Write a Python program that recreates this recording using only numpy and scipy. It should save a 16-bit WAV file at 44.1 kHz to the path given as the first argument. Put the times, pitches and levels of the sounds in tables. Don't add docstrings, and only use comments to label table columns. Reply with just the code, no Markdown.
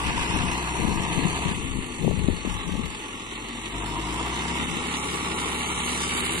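import sys
import numpy as np
from scipy import signal
from scipy.fft import rfft, irfft, next_fast_len
from scipy.io import wavfile
from scipy.ndimage import uniform_filter1d

SR = 44100
rng = np.random.default_rng(int(sys.argv[2]) if len(sys.argv) > 2 else 0)


def boost(x):
    u = np.asarray(x, float) / 20
    return 10 ** u


def unload_audio(sound):
    columns = np.transpose(np.atleast_2d(sound))
    steps = np.round(np.clip(columns, -1, 1) * 32767)
    wavfile.write(sys.argv[1], SR, steps.astype(np.int16))


N = 282235
SIZE = next_fast_len(N)
TIME = np.arange(N) / SR
HZ = np.maximum(np.fft.rfftfreq(SIZE, 1 / SR), 1)
IDLE_HZ = 45


def rms_one(x):
    return x / np.sqrt(np.mean(x ** 2) + 1e-20)


def in_time(rows):
    s, *columns = np.transpose(rows)
    return [np.interp(TIME, s, c) for c in columns]


def at_hz(points, hz=HZ):
    points = np.array(points)
    return np.interp(np.log(hz), np.log(points[:, 0]), points[:, 1])


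def causal(points):
    cepstrum = irfft(at_hz(points) * np.log(10) / 20, SIZE)
    cepstrum[1:SIZE // 2] *= 2
    cepstrum[SIZE // 2 + 1:] = 0
    return np.exp(rfft(cepstrum))


def filtered(lines, response=1):
    return irfft(lines * response, SIZE)[..., :N]


def drift(rate):
    step = 40
    r = np.exp(-2 * np.pi * rate * step / SR)
    slow = signal.lfilter([1], [1, -2 * r, r * r], rng.standard_normal(N // step + 2002))[2000:]
    return np.interp(np.arange(N) / step, np.arange(len(slow)), rms_one(slow - slow.mean()))


def resonances(x, modes):
    out = 0
    for hz, width, top_db in modes:
        r = np.exp(-np.pi * width / SR)
        poles = [1, -2 * r * np.cos(2 * np.pi * hz / SR), r * r]
        out = out + boost(top_db) * signal.lfilter([(1 - r * r) / 2, 0, (r * r - 1) / 2], poles, x)
    return out


def engine():
    # (time [s], firing rate [Hz])
    speed_curve = [(0.2, 62), (1.2, 64.6), (1.52, 65.1), (1.65, 58.5), (1.8, 52.15), (2, 48.52),
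                   (2.5, 44.7), (3.25, 43.83), (3.5, 46.56), (3.7, 47.7), (3.9, 51.82), (4, 52.78),
                   (4.1, 55.37), (4.3, 61.4), (4.5, 68.25), (4.62, 70.35), (4.95, 69.5), (6.4, 69.59)]
    # (time [s], load [0-1], fuelling over idle [dB])
    load_curve = [(0, 0.75, 13.5), (.7, 0.83, 8.5), (1.48, 0.6, 12), (1.57, 0.2, -1), (2.43, 0.01, 2.5),
                  (2.47, 0.04, 12.5), (2.8, 0, 4.5), (3.3, 0.14, 4), (3.725, 0.23, 2), (3.745, 0.87, 7.5),
                  (4.2, 0.74, 11.5), (4.64, 0.36, 7.5), (4.68, 0.09, 1), (4.76, 0.03, 8.5), (5.3, 0.15, 13),
                  (6.4, 0.15, 7.5)]
    # (time [s], share [0-1])
    facing_curve = [(0, 0.11), (.4, 0.2), (.9, 0.08), (1.45, 0.02), (3.6, 0.08), (3.85, 0), (4.2, 0.25),
                    (5.3, 0.18), (5.9, .8), (6.2, 0.84), (6.4, 0.85)]
    # (level at idle [dB], share of fuelling [dB/dB], speed effect [dB/octave], gain when side on [dB])
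    ranges = [
        (-41, 0.076, 5, 2),
        (-46, 0.56, 4.5, 2.5),
        (-44, 0.29, 7, 6),
        (-50.5, 0.18, 8, 8),
    ]

    speed, = in_time(speed_curve)
    firings = np.cumsum(speed) / SR
    octaves = np.log2(speed / IDLE_HZ)
    load, fuel_db = in_time(load_curve)
    load = np.clip(load, 0, 1)
    facing, = in_time(facing_curve)

    noise = block(firings, load, burst=0.69, regular=0.66)
    below = [0 * HZ] + [1 / (1 + (HZ / hz) ** 8) for hz in (600, 1500, 4900)] + [1 + 0 * HZ]
    rattle = 0
    for low, high, (idle_db, share, octave_db, facing_db) in zip(below, below[1:], ranges):
        level_db = idle_db + share * fuel_db + octave_db * octaves + facing_db * facing
        level_db = level_db + 0.48 * drift(0.9) + 1.0 * drift(25.3)
        band = filtered(noise, high - low)
        rattle = rattle + boost(level_db) * band / np.std(band.mean(axis=0))

    hum_db = -50.5 + 18.5 * np.sqrt(load) + 11.5 * octaves * (1 - load)
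    hum = exhaust(firings, load, hum_db) + gearbox()
    low_notes = np.array([boost(-3.0) * np.roll(hum, 8), boost(-8.0) * hum])
    return crossing(rattle) + low_notes


def exhaust(firings, load, hum_db):
    # (multiple of the firing rate [1], level when pulling [dB], level when running free [dB])
    orders = [(1, 1.5, 0), (1.5, -39, -26), (2, -3.5, -14), (2.5, -8, 0), (3, -5.5, -15), (3.25, -30, -11),
              (4, -13, -17), (4.25, -16, -22), (4.5, -21, -24), (4.75, -25, -7), (5, -14, -22),
              (5.5, -19, -11), (6, -18, -24), (6.5, -24, -26), (8.5, -39.5, -26)]
    # (frequency [Hz], width [Hz], gain [dB])
    pipe = [(166.8, 10.7, 0.5), (247, 40, -2.5), (322, 140, -23)]
    full_hz, high_order_loss_db = 69.5, 2.5

    octaves_below_full = np.log2(full_hz / SR / np.gradient(firings))
    hum = 0
    for multiple, pulling_db, free_db in orders:
        free_db = free_db - high_order_loss_db * (multiple - 1) * octaves_below_full
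        level_db = load * pulling_db + (1 - load) * free_db + (.3 + .16 * multiple) * drift(4)
        phase = 2 * np.pi * multiple * firings + rng.uniform(0, 7) + .07 * multiple * drift(3)
        hum = hum + boost(level_db) * np.sin(phase)
    hum = hum + resonances(hum, pipe)
    return np.sqrt(2) * boost(hum_db) * hum


def gearbox():
    # (time [s], frequency [Hz], level [dB])
    whine = [(0, 245, -66), (.35, 251, -42), (.8, 256, -39), (1.2, 275, -49), (1.6, 272, -41),
             (1.85, 255, -35.5), (2.15, 223, -52), (2.6, 219, -62), (3.3, 225, -56), (3.55, 237.7, -36.5),
             (3.8, 221.6, -48), (4.05, 200.7, -39), (4.25, 213.4, -64), (4.45, 238.5, -33.5),
             (4.6, 244.7, -32), (4.75, 246.1, -40), (5.3, 246, -40.5), (5.8, 247, -35.5), (6.4, 248.3, -38)]
    hz, level_db = in_time(whine)
    phase = 2 * np.pi * np.cumsum(hz) / SR + .15 * drift(3)
    return np.sqrt(2) * boost(level_db + 1.5 * drift(3)) * np.sin(phase)


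def block(firings, load, burst, regular):
    cylinders_db = [-1.5, -6, -3, -4]
    # (frequency [Hz], width [Hz], gain [dB])
    block_modes = [(860.6, 27, 6.5), (1138.4, 35, 2), (2232, 35, -6), (3658, 50, -5)]
    # (frequency [Hz], width [Hz], gain [dB])
    pulling_modes = [(946, 21, 10), (1013, 38, -1.5), (927, 63, 2.5), (699, 97, 6.5), (327, 32, 5.5)]
    # (frequency [Hz], density [dB per Hz])
    left_port = [(40, -5.5), (250, 11.5), (450, 10), (700, -6), (1150, 3.5), (1800, -11.5), (2300, -7),
                 (2650, -8), (3400, -5.5), (4500, -20), (5000, -15), (7000, -20), (9500, -16.5),
                 (12000, -20.5)]
    right_port = [(40, -5), (280, 7), (520, -1), (900, -0.5), (1350, -4), (2000, -4), (2850, -6.5),
                  (3500, -6.5), (4500, -15), (5300, -17), (6500, -9.5), (8800, -10), (10300, -18),
                  (12500, -31.5)]
    # (frequency [Hz], phase [rad])
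    left_lead = [(0, 0), (950, -0.6), (1720, -3.2), (2840, -13.2), (3620, -17.5), (4650, -19.6),
                 (4910, -22.0), (5510, -19.2), (6550, -22.2), (7150, -24.6), (10300, -34.3), (11500, -40.6),
                 (11900, -40.7), (13200, -46.5)]
    # (frequency [Hz], likeness [0-1])
    likeness = [(60, 1), (300, .94), (600, .45), (1000, .93), (1550, .7), (1900, .45), (2300, .62),
                (2900, .58), (3400, .68), (4150, .78), (4700, .2), (5100, .2), (5500, .8), (6000, .45),
                (6600, .72), (7200, .4), (9000, .4), (12000, .4)]
    # (frequency [Hz], level [dB])
    ground = [(20, 5), (60, 5.5), (130, 1.5), (260, 2), (430, 1.5), (600, -5), (800, 0)]
    idle_knock = 0.8

    strength_db = np.array(cylinders_db)[firings.astype(int) % 4] + 1.0 * drift(30)
    burst = burst * (1 + idle_knock * IDLE_HZ / SR / np.gradient(firings))
    gate = 1 + burst * boost(strength_db) * np.exp(-(firings % 1) / 0.3)
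    gate = gate / np.sqrt(uniform_filter1d(gate ** 2, size=8000))
    shaken = gate * boost(0.29 * drift(42.0)) * rng.standard_normal((3, N))
    shaken[0] += 0.46 * regular * contacts(firings, count=70, jitter_s=.00004, spread_db=-0.5)
    free_ring = (1 - 0.79 * load) * resonances(shaken, block_modes)
    shaken = shaken + free_ring + load * resonances(shaken, pulling_modes)

    shared, own_left, own_right = rfft(shimmer(rms_one(shaken), frames=14, bins=4), SIZE)
    alike = np.clip(at_hz(likeness), 0, 1)
    lead = np.exp(1j * np.interp(HZ, *np.transpose(left_lead)))
    left = np.sqrt(alike) * shared + np.sqrt(1 - alike) * own_left
    left = left * lead * boost(at_hz(left_port) - at_hz(right_port))
    right = np.sqrt(alike) * shared + np.sqrt(1 - alike) * own_right
    return np.array([left, right]) * causal(right_port) * causal(ground)


def contacts(firings, count, jitter_s, spread_db):
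    angles, sizes = rng.uniform(0, 4, count), rng.standard_normal(count)
    cycles = np.arange(int(firings[-1] / 4))[:, None]
    chance = rng.standard_normal((len(cycles), count, 2))
    at = np.interp(4 * cycles + angles, firings, TIME) + jitter_s * chance[..., 0]
    clicks = np.zeros(N)
    places = np.clip(at * SR, 0, N - 1).astype(int)
    np.add.at(clicks, places, sizes * boost(spread_db * chance[..., 1]))
    blunt = signal.butter(2, 2500, fs=SR, output="sos")
    return rms_one(signal.sosfilt(blunt, clicks))


def shimmer(x, frames, bins):
    # (frequency [Hz], spread [dB])
    patchy = [(800, .5), (1500, .5), (3000, .6), (5000, 3), (7500, 1.5), (10000, 2), (13000, 2.5)]
    # (time [s], turn [0-1])
    casing = [(0, 0.34), (.6, 0.36), (.68, 0.63), (1.3, 0.89), (1.95, 0.9), (2.05, 0.85), (3.1, 0.45),
              (3.4, 0.67), (3.84, 0.4), (3.9, 0.2), (5.3, 0.37), (5.55, 0.64), (5.88, 0.67), (6, 0.26),
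              (6.15, 0.46), (6.4, 0.83)]
    # (time [s], frequency [Hz], level [dB])
    wandering_notch = [(0, 1420, 2), (.85, 1400, 2.5), (1.0, 1445, -15), (1.3, 1430, -12), (1.45, 1580, -1),
                       (1.6, 1580, -13), (2.2, 1570, -7), (2.55, 1515, -3.5), (2.7, 1390, -13), (3.0, 1575, -8),
                       (3.4, 1577, -11), (3.62, 1445, -12), (3.9, 1500, 1), (4.5, 1554, -0.5), (4.8, 1600, -8),
                       (5.5, 1600, -5.5), (5.85, 1580, -15), (6.05, 1600, -1)]

    def bump(centre_hz, width_hz):
        return np.exp(-((hz[:, None] - centre_hz) / width_hz) ** 2)

    hz, s, cells = signal.stft(x, SR, nperseg=512)
    field = rng.standard_normal(cells.shape)
    for axis, size in ((1, bins), (2, frames), (1, bins), (2, frames)):
        field = uniform_filter1d(field, size=size, axis=axis)
    turn = np.interp(s, *np.transpose(casing))
    notch_db = (4.5 - 21 * turn) * bump(4930 + 350 * turn, 450)
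    notch_db += -4 * np.sqrt(np.clip(turn + 0.19, 0, 1)) * bump(6722 - 400 * turn, 120)
    dip_s, dip_hz, dip_db = np.transpose(wandering_notch)
    notch_db += np.interp(s, dip_s, dip_db) * bump(np.interp(s, dip_s, dip_hz), 73)
    cells = cells * boost(at_hz(patchy, hz + 1)[:, None] * rms_one(field) + notch_db)
    return signal.istft(cells, SR, nperseg=512)[1][:, :N]


def crossing(x):
    # (frequency [Hz], left [dB], right [dB], left lead [rad])
    seen_from_behind = [(416, 0, -0.5, -0.37), (980, 0.5, -0.5, 0.017), (1366, -2, 0, -0.59),
                        (1760, -5.5, 1.5, 1.3), (2023, 3.5, -3, -1.1), (2510, 5.5, 2, -0.56),
                        (3040, -1, 0, -0.16), (3910, -2, -2.5, 1.03), (4260, 9, -3.5, -1.2),
                        (4520, 1, 4.5, 0.49), (5980, 8, 2.5, 0), (7640, 5, -2, 0.94),
                        (10500, 2.5, 5.5, 0.83), (12500, -2, 3.5, 0.2)]
    seen_abreast = [(406.7, 0, 0.5, -0.52), (945, -3, -2, 0.067), (1620, 0.5, 0.5, 0.07),
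                    (2200, 0, -3, 0.95), (2600, -3.5, 0.5, 0.94), (2950, -2, 0.5, 0.089),
                    (3329, -2.5, -5, 0.2), (3900, -1, -0.5, 0.35), (4340, -3, -0.5, 1),
                    (5093, 0.5, 5, -0.32), (5860, 4, -1.5, -2), (7750, 1.5, -2, 0.28), (10400, 4, 4, 0),
                    (12800, -1, 1.5, 0.42)]
    behind_fades = [0.76, 4.3]
    abreast_grows = [4.766, 5]

    behind = np.interp(TIME, behind_fades, [1, 0])
    abreast = np.interp(TIME, abreast_grows, [0, 1])
    out, lines = x.copy(), rfft(x, SIZE)
    for view, share in ((seen_from_behind, behind), (seen_abreast, abreast)):
        hz, *columns = np.transpose(view)
        left_db, right_db, lead = (np.interp(np.log(HZ), np.log(hz), c) for c in columns)
        seen = filtered(lines, [boost(left_db) * np.exp(1j * lead), boost(right_db)])
        out += share * (seen - x)
    return out


def thumps():
    # (time [s], peak [dB], frequency [Hz], overtone [dB])
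    puffs = [(0.3, -11, 170, -21), (0.337, -22, 200, -21), (0.36, -10.5, 278, -20), (0.378, -18, 159, -7),
             (0.405, -11, 147, -17), (0.417, -15, 117, -21), (0.438, -7, 174, -27), (0.46, -20, 197, -22),
             (0.796, -9.5, 201, -17), (0.833, -8, 264, -24), (0.849, -3.5, 232, -22), (0.884, -8, 260, -23),
             (0.897, -19, 220, -22), (0.912, -14, 196, -18), (0.948, -20, 235, -17), (1.001, -10, 162, -24),
             (1.146, -19, 350, -18), (1.175, -14, 245, -22), (1.19, -6.5, 265, -25), (1.232, -15, 137, -22),
             (1.253, -9, 196, -33), (1.46, -10, 177.5, -23), (1.484, -17, 248, -14),
             (1.647, -14, 138.7, -27), (1.734, -24, 188, -24), (1.756, -11, 162, -32),
             (1.786, -15, 180, -28), (2.017, -25, 144, -25), (2.045, -20, 161, 2), (2.079, -4, 166, -8),
             (2.095, -7.5, 157, -24), (2.126, -7, 146, -34), (2.173, -15, 195, -21), (2.191, -10, 186, -15),
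             (2.221, -27, 193.7, -15), (2.244, -5.5, 157, -18), (2.255, -16, 113.2, -26),
             (2.284, 0, 254, -20.5), (2.297, -17.5, 168, 2), (2.331, -14, 137, -10), (2.449, -12, 298, -23),
             (2.474, -8, 241, -24), (2.693, -12, 283, -20), (2.738, -15, 231, -20),
             (2.752, -12.5, 240, -16), (2.778, -24, 155, -25), (2.794, -8.5, 216, -32)]
    # (time [s], peak [dB], frequency [Hz])
    snaps = [(2.047, -15.5, 498), (2.0775, -19, 772), (2.111, -16, 531.3), (2.285, -38, 700),
             (2.298, -28, 845), (2.385, -30, 520), (2.449, -23, 604), (2.466, -29, 853.4)]
    puff_rise_s, puff_ring_s, overtone_ring_s, snap_ring_s = 0.002, 0.003, 0.0024, 0.0017
    port_db = np.array([[4.0], [-18]])

    out, age = np.zeros((2, N)), np.arange(2000) / SR
    for s, peak_db, hz, overtone_db in puffs:
        thump = np.sin(2 * np.pi * hz * age) * np.exp(-age / puff_ring_s)
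        overtone = np.sin(2 * np.pi * 2.13 * hz * age) * np.exp(-age / overtone_ring_s)
        thump += boost(overtone_db + 8.5) * overtone
        thump *= 1 - np.exp(-age / puff_rise_s)
        out[:, round(s * SR):][:, :len(age)] += boost(peak_db + port_db) * thump
    for s, peak_db, hz in snaps:
        swell = age / snap_ring_s * np.exp(1 - 2 * age / snap_ring_s)
        snap = np.sin(2 * np.pi * hz * age) * swell
        out[0, round(s * SR):][:len(age)] -= boost(peak_db + 7.5) * snap
    return out


def wind():
    # (start [s], length [s], flutter [dB], slow push [dB])
    left_gusts = [(0.06, 0.14, -27, -30), (0.33, 0.14, -28.5, -28.5), (0.824, 0.083, -15.5, -26.5),
                  (0.937, 0.072, -21, -27.5), (1.072, 0.084, -28.5, -34), (1.157, 0.11, -23, -29.5),
                  (1.46, 0.034, -20, -25.5), (1.565, 0.11, -28.5, -32.5), (1.715, 0.09, -27, -27),
                  (2.028, 0.091, -15.5, -23), (2.174, 0.16, -23.5, -24), (2.457, 0.091, -29, -27),
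                  (2.67, 0.16, -25.5, -28), (2.736, 0.1, -31, -29), (4.603, 0.17, -30, -44),
                  (6.15, 0.1, -50, -49)]
    # (start [s], length [s], level [dB])
    sheltered = [(.39, .04, -44), (.96, .04, -42), (2.28, .04, -43), (3.95, .04, -42), (5.45, .03, -47),
                 (5.74, .04, -44)]
    # (frequency [Hz], density [dB per Hz])
    flutter_colour = [(50, -28.5), (100, -19.5), (160, -2), (300, -9.5), (450, -14), (700, -42.5),
                      (1200, -46)]
    push_colour = [(8, 0), (25, 5), (60, 4.5), (110, 1), (300, -41.5)]
    # (frequency [Hz], width [Hz], gain [dB])
    cavity = [(175.5, 53, 4)]
    breeze_db, lull_db = -42, -68
    rise, fall = 524, 202
    lag = 0.72

    flutter, push = causal(flutter_colour), causal(push_colour)
    eddies = filtered(rfft(rng.standard_normal((3, SIZE))), [flutter, push, flutter + 1.0 * push])
    eddies[0] += resonances(eddies[0], cavity)
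    lumps = boost(np.array([1.5 * drift(30), 2 * drift(12), 2.5 * drift(15)]) - 1.5)
    rows = np.array(left_gusts)
    levels = [gust_gain(rows[:, :3], breeze_db, lull_db, rise, fall),
              gust_gain(rows[:, [0, 1, 3]], breeze_db, lull_db, lag * rise, lag * fall),
              gust_gain(sheltered, -49, -54.5, 90, 90)]
    left_flutter, left_push, right = eddies / np.std(eddies, axis=1, keepdims=True) * lumps * levels
    return np.array([boost(-3.0) * left_flutter + left_push, right])


def gust_gain(rows, breeze_db, lull_db, rise, fall):
    t = TIME[::32]
    lull_from_s = 1.8
    power = boost(2 * np.interp(t, [lull_from_s - .05, lull_from_s + 0.11], [breeze_db, lull_db]))
    for s, length, top_db in rows:
        gust_db = top_db - rise * np.maximum(s - t, 0) - fall * np.maximum(t - s - length, 0)
        power = power + boost(2 * gust_db)
    return np.interp(TIME, t, np.sqrt(power))


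def scene():
    return engine() + thumps() + wind()


def thrifty(x):
    # (frequency [Hz], level [dB])
    thrift = [(900, -35), (1400, -7), (3000, -8), (4100, -4), (5200, -2), (5900, -1.8), (6600, -2),
              (7800, -8), (9300, -6), (10300, -1), (11300, 1.5), (11800, 3), (12500, 1.5), (13100, 4),
              (13500, 9)]
    # (frequency [Hz], spread [dB])
    fickle = [(1000, 1), (4000, 1), (6000, 1.8), (8000, .5), (10000, 2), (13000, 3)]
    # (time [s], length [s], extra muting [dB], centre [Hz])
    starved = [(.06, .04, 8, 7300), (.36, .016, 12, 7600), (.4, .016, 10, 7600), (.49, .025, 13, 7300),
               (1.53, .016, 10, 5800), (1.65, .016, 8, 5800), (1.8, .15, 3, 5300), (2.19, .016, 7, 5800),
               (2.29, .02, 9, 5800), (2.64, .02, 10, 5600), (3.37, .012, 8, 5800), (3.82, .035, 10, 4600),
               (3.97, .016, 8, 5500), (4.65, .016, 7, 4900), (5.37, .016, 7, 5000), (5.75, .14, 4, 5100),
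               (6.28, .13, 7, 5700)]
    starved_width_hz, band_lines = 800, 14

    frame = dict(fs=SR, window="cosine", nperseg=2048, noverlap=1024)
    lead_in = 1024 - 201
    mid_side = [x[0] + x[1], x[0] - x[1]]
    hz, s, cells = signal.stft(np.hstack([np.zeros((2, lead_in)), mid_side]), **frame)
    s = s - lead_in / SR
    power = np.abs(cells) ** 2
    around = uniform_filter1d(power.mean(axis=0), size=71, axis=0)
    around = uniform_filter1d(around, size=5, axis=1)
    starts = np.arange(0, len(hz), band_lines)
    band = np.arange(len(hz)) // band_lines

    waver = rng.standard_normal((len(starts), len(s)))[band]
    mute_db = at_hz(thrift, hz + 1)[:, None] + at_hz(fickle, hz + 1)[:, None] * waver
    for at, length, more_db, centre_hz in starved:
        off_centre = (hz[:, None] - centre_hz) / starved_width_hz
        mute_db += more_db * np.exp(-((s - at) / length) ** 4 - off_centre ** 4)
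    limit = around * boost(2 * mute_db)
    heard = np.add.reduceat(power, starts, axis=1) > np.add.reduceat(limit, starts, axis=0)
    kept = cells * heard[:, band] * (power > 1.2 * limit)
    mid, side = signal.istft(kept, **frame)[1][:, lead_in:][:, :N]
    return np.array([mid + side, mid - side]) / 2


def roll_off(x):
    return signal.sosfilt(signal.butter(12, 13600, fs=SR, output="sos"), x)


def record(dry):
    mix = thrifty(dry)
    return roll_off(mix)


dry = scene()
out = record(dry)
unload_audio(out)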